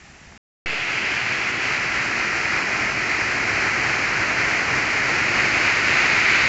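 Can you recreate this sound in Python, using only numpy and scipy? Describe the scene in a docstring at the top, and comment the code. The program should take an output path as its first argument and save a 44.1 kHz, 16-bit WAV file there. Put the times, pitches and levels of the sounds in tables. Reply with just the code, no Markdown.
"""A rocky gorge, where a mountain stream falls over boulders: two shots on one small microphone.
First the dull far rush of a narrow cleft, with lumpy low wind noise and one soft tick; then silence;
then the cascade close by, a rumbling pool under hissing spray, recoloured as the microphone swings.
Both waters are one sum of noise-driven and bubble-driven resonators, filtered to each source's spectrum."""
import sys
import numpy as np
from scipy import signal
from scipy.fft import rfft, irfft, next_fast_len
from scipy.io import wavfile

SR = 44100
rng = np.random.default_rng(int(sys.argv[2]) if len(sys.argv) > 2 else 0)


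def dump(signal):
    """Clip the signal to [-1, 1] and save it as 16-bit WAV at the path in sys.argv[1]."""
    limited = np.clip(np.atleast_2d(signal).T, -1, 1)
    pcm = np.round(limited * 32767).astype(np.int16)
    wavfile.write(sys.argv[1], SR, pcm)


def to_linear_factor(level_db):
    """Convert decibel levels (scalar or array-like) to linear amplitude factors."""
    exponent = np.asarray(level_db, float) / 20
    return 10 ** exponent


N = 285768   # length in samples

# Steep low-pass of the recorder: f/Hz, gain/dB
RECORDER_LOW_PASS = [(7200, -3.5), (7600, -3.5), (8000, -13), (8240, -12), (8320, -28.5), (8450, -45.5),
                     (8600, -58.5)]
# Relative spectral density of the far rush from the cleft: f/Hz, level/dB per Hz
CLEFT_SPECTRUM = [(88, -32), (150, -2), (179, -10), (215, -2), (249, -8), (334, -8.5), (518, -17.5),
                  (695, -12), (792, -11.5), (1050, -16.5), (1910, -9.5), (2650, -13), (3490, -23),
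                  (4840, -20.5), (7400, -21), (9620, -49), (16300, -120)]
# Wind puffs on the microphone, added to the steady wind amplitude: t/s, level/dB
WIND_PUFFS = [(0.14, -52), (0.278, -48)]
# Small tick in the cleft, level of its envelope at onset: t/s, level/dB
CLEFT_TICK = [(0.324, -28.5)]
# Close shot: t/s, spray level/dB, pool level/dB, how far the microphone faces the fall/0-1
CASCADE_COURSE = [(0.66, -24.5, -37, 0.95), (0.9, -23.5, -36, 0.68), (1.6, -23, -34.5, 0.37),
                  (2.5, -23, -33, 0.03), (3.6, -22, -31.5, 0.04), (4.7, -21.5, -31, 0.1),
                  (5.5, -20, -30, 0.32), (6.0, -18, -30.5, 0.5), (6.48, -18.5, -32.5, 0.75)]
# Relative spectral density of spray heard head-on: f/Hz, level/dB per Hz
SPRAY_HEAD_ON = [(530, -50), (900, -24.5), (1350, -7.5), (1580, -6), (1620, -5), (1810, -8), (1970, 0),
                 (2660, -1.5), (3620, -18.5), (4800, -16), (5530, -24.5), (6660, -24), (7400, -28),
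                 (9620, -55.5), (16300, -120)]
# The same heard head-on from nearer: f/Hz, level/dB per Hz
SPRAY_HEAD_ON_NEAR = [(530, -42), (900, -21.5), (1140, -11.5), (1550, -3), (1670, -7), (1950, -0.5),
                      (2150, 0), (2460, 0.5), (3440, -17), (4680, -14.5), (5830, -25.5), (6540, -20),
                      (7400, -27.5), (9620, -57.5), (16300, -120)]
# The same heard from the side: f/Hz, level/dB per Hz
SPRAY_FROM_SIDE = [(530, -41.5), (900, -19.5), (1180, -9.5), (1350, -4.5), (1640, -4), (2030, 0),
                   (2440, -3), (3560, -25.5), (4140, -18.5), (4680, -17), (6600, -22), (7400, -26),
                   (9620, -55), (16300, -120)]
# Relative spectral density of the plunge pool and rock hollows: f/Hz, level/dB per Hz
POOL_SPECTRUM = [(13, -44.5), (22, -14.5), (54, -3.5), (87, -5), (118, 2.5), (135, 0), (163, -5.5),
                 (215, -1.5), (257, -3), (355, 0), (507, -5.5), (724, -3), (851, -5), (1050, -9),
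                 (1360, -30), (2310, -120)]

FAR_END_S, CLOSE_START_S = 0.3775, 0.6596   # silence lies between the shots
APPROACH_S = 2.0, 5.0   # the microphone drifts nearer to the fall between these times


def rms_one(x):
    """Normalisation: scale a signal to unit root-mean-square."""
    return x / np.sqrt(np.mean(x ** 2) + 1e-20)


def in_time(rows):
    """Linear interpolation: each column of a time table becomes one value a sample."""
    t, *columns = np.transpose(rows)
    return [np.interp(np.arange(N) / SR, t, column) for column in columns]


def colour(white, spectrum):
    """Linear filtering: shape a white signal by a spectrum and the recorder's low-pass, to rms 1."""
    size = next_fast_len(N)
    log_f = np.log(np.maximum(np.arange(size // 2 + 1) * SR / size, 1))
    gain_db = 0
    for table in (spectrum, RECORDER_LOW_PASS):
        hz, db = np.transpose(table)
        gain_db = gain_db + np.interp(log_f, np.log(hz), db)
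    return rms_one(irfft(rfft(white, size) * to_linear_factor(gain_db), size)[:N])


def drift(corner_hz):
    """Low-pass random process: two equal real poles slow white noise to a wander of spread 1."""
    hop, settle = 40, 2000   # samples per step; steps discarded while the filter settles
    pole = np.exp(-2 * np.pi * corner_hz * hop / SR)
    noise = rng.standard_normal(N // hop + settle + 2)
    slow = signal.lfilter([1], [1, -2 * pole, pole * pole], noise)[settle:]
    return np.interp(np.arange(N) / hop, np.arange(len(slow)), rms_one(slow))


def white_water(per_cycle, spread_db, cycles, bubble_db, surge_db, flicker_db):
    """Bubble resonance: bubbles of many sizes ring over the blur of countless far ones; flat spectrum.

    per_cycle: births per period; cycles: periods to decay by 60 dB; bubble_db: bubbles over blur."""
    water = np.zeros(N)
    surge = surge_db * drift(6.2)   # dB, common to all pitches
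    for hz in np.geomspace(30, 8500, 34):
        born = rng.random(N) < per_cycle * hz / SR   # small bubbles are born more often
        strength = to_linear_factor(spread_db * np.minimum(rng.exponential(1, N), 4))
        impulses = born * strength * rng.choice([-1, 1], N)
        drive = rng.standard_normal(N) + to_linear_factor(bubble_db) * rms_one(impulses)
        radius = np.exp(-np.log(1000) * hz / (cycles * SR))
        angle = 2 * np.pi * hz / SR
        ring = signal.lfilter([1, 0, -1], [1, -2 * radius * np.cos(angle), radius * radius], drive)
        level = to_linear_factor(surge + flicker_db * drift(15.0))
        water += np.sqrt(hz) * rms_one(ring) * level   # bandwidth grows with pitch: equal density
    return water


def far_rush(water):
    """Spectral colouring by distance and the cleft: the water sounds dull at a steady level."""
    rush_db = -46.5
    return to_linear_factor(rush_db) * colour(water, CLEFT_SPECTRUM)


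def wind():
    """Amplitude modulation: low band noise on the microphone swells in Gaussian puffs."""
    between_puffs_db, half_width_s = -55, 0.016   # half-width at 1/e of the peak
    t = np.arange(N) / SR
    strength = to_linear_factor(between_puffs_db)
    for s, db in WIND_PUFFS:
        strength = strength + to_linear_factor(db) * np.exp(-((t - s) / half_width_s) ** 2)
    band = signal.butter(2, [25.0, 110.0], "band", fs=SR, output="sos")
    rumble = rms_one(signal.sosfilt(band, rng.standard_normal(N)))
    lumps = to_linear_factor(2 * drift(20))   # 2 dB of random unevenness
    return strength * lumps * rumble


def tick():
    """Damped oscillation: a 1 kHz sine dies exponentially within a few milliseconds."""
    decay_s = 0.0004
    out = np.zeros(N)
    t = np.arange(400) / SR
    for s, db in CLEFT_TICK:
        at = round(s * SR)
        out[at:at + len(t)] += to_linear_factor(db) * np.sin(2 * np.pi * 1000.0 * t) * np.exp(-t / decay_s)
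    return out


def spray(water, facing):
    """Directional colouring: the spectrum blends between head-on and side as the microphone swings."""
    near = np.interp(np.arange(N) / SR, APPROACH_S, [0, 1])
    head_on = near * colour(water, SPRAY_HEAD_ON_NEAR) + (1 - near) * colour(water, SPRAY_HEAD_ON)
    return facing * head_on + (1 - facing) * colour(water, SPRAY_FROM_SIDE)


def pool(water):
    """Cavity colouring: the plunge pool and rock hollows keep the low frequencies."""
    return colour(water, POOL_SPECTRUM)


def cascade(water):
    """Superposition: spray and pool add, each following its own level in time."""
    spray_db, pool_db, facing = in_time(CASCADE_COURSE)
    facing = np.clip(facing, 0, 1)
    return to_linear_factor(spray_db) * spray(water, facing) + to_linear_factor(pool_db) * pool(water)


def input_offset():
    """Exponential relaxation: the input starts the close shot with an offset that drains away."""
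    offset_db, settle_s = -26.5, 0.075
    since = np.arange(N) / SR - CLOSE_START_S
    return to_linear_factor(offset_db) * np.exp(-np.maximum(since, 0) / settle_s) * (since >= 0)


def scene():
    """Gating in time: the far shot, silence, then the close shot, alike in both channels."""
    t = np.arange(N) / SR
    water = white_water(per_cycle=0.15, spread_db=3.5, cycles=7.7, bubble_db=-6.0,
                        surge_db=0.5, flicker_db=0.16)
    far = far_rush(water) + wind() + tick()
    mono = far * (t < FAR_END_S) + cascade(water) * (t >= CLOSE_START_S)
    return np.array([mono, mono])


def band_limit(x):
    """A steep low-pass at the top of the band."""
    return signal.sosfilt(signal.butter(12, 8580, fs=SR, output="sos"), x)


def record(dry):
    """Superposition: the draining input offset adds to the sound in both channels."""
    mix = dry + input_offset()
    return band_limit(mix)


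dry = scene()
out = record(dry)
dump(out)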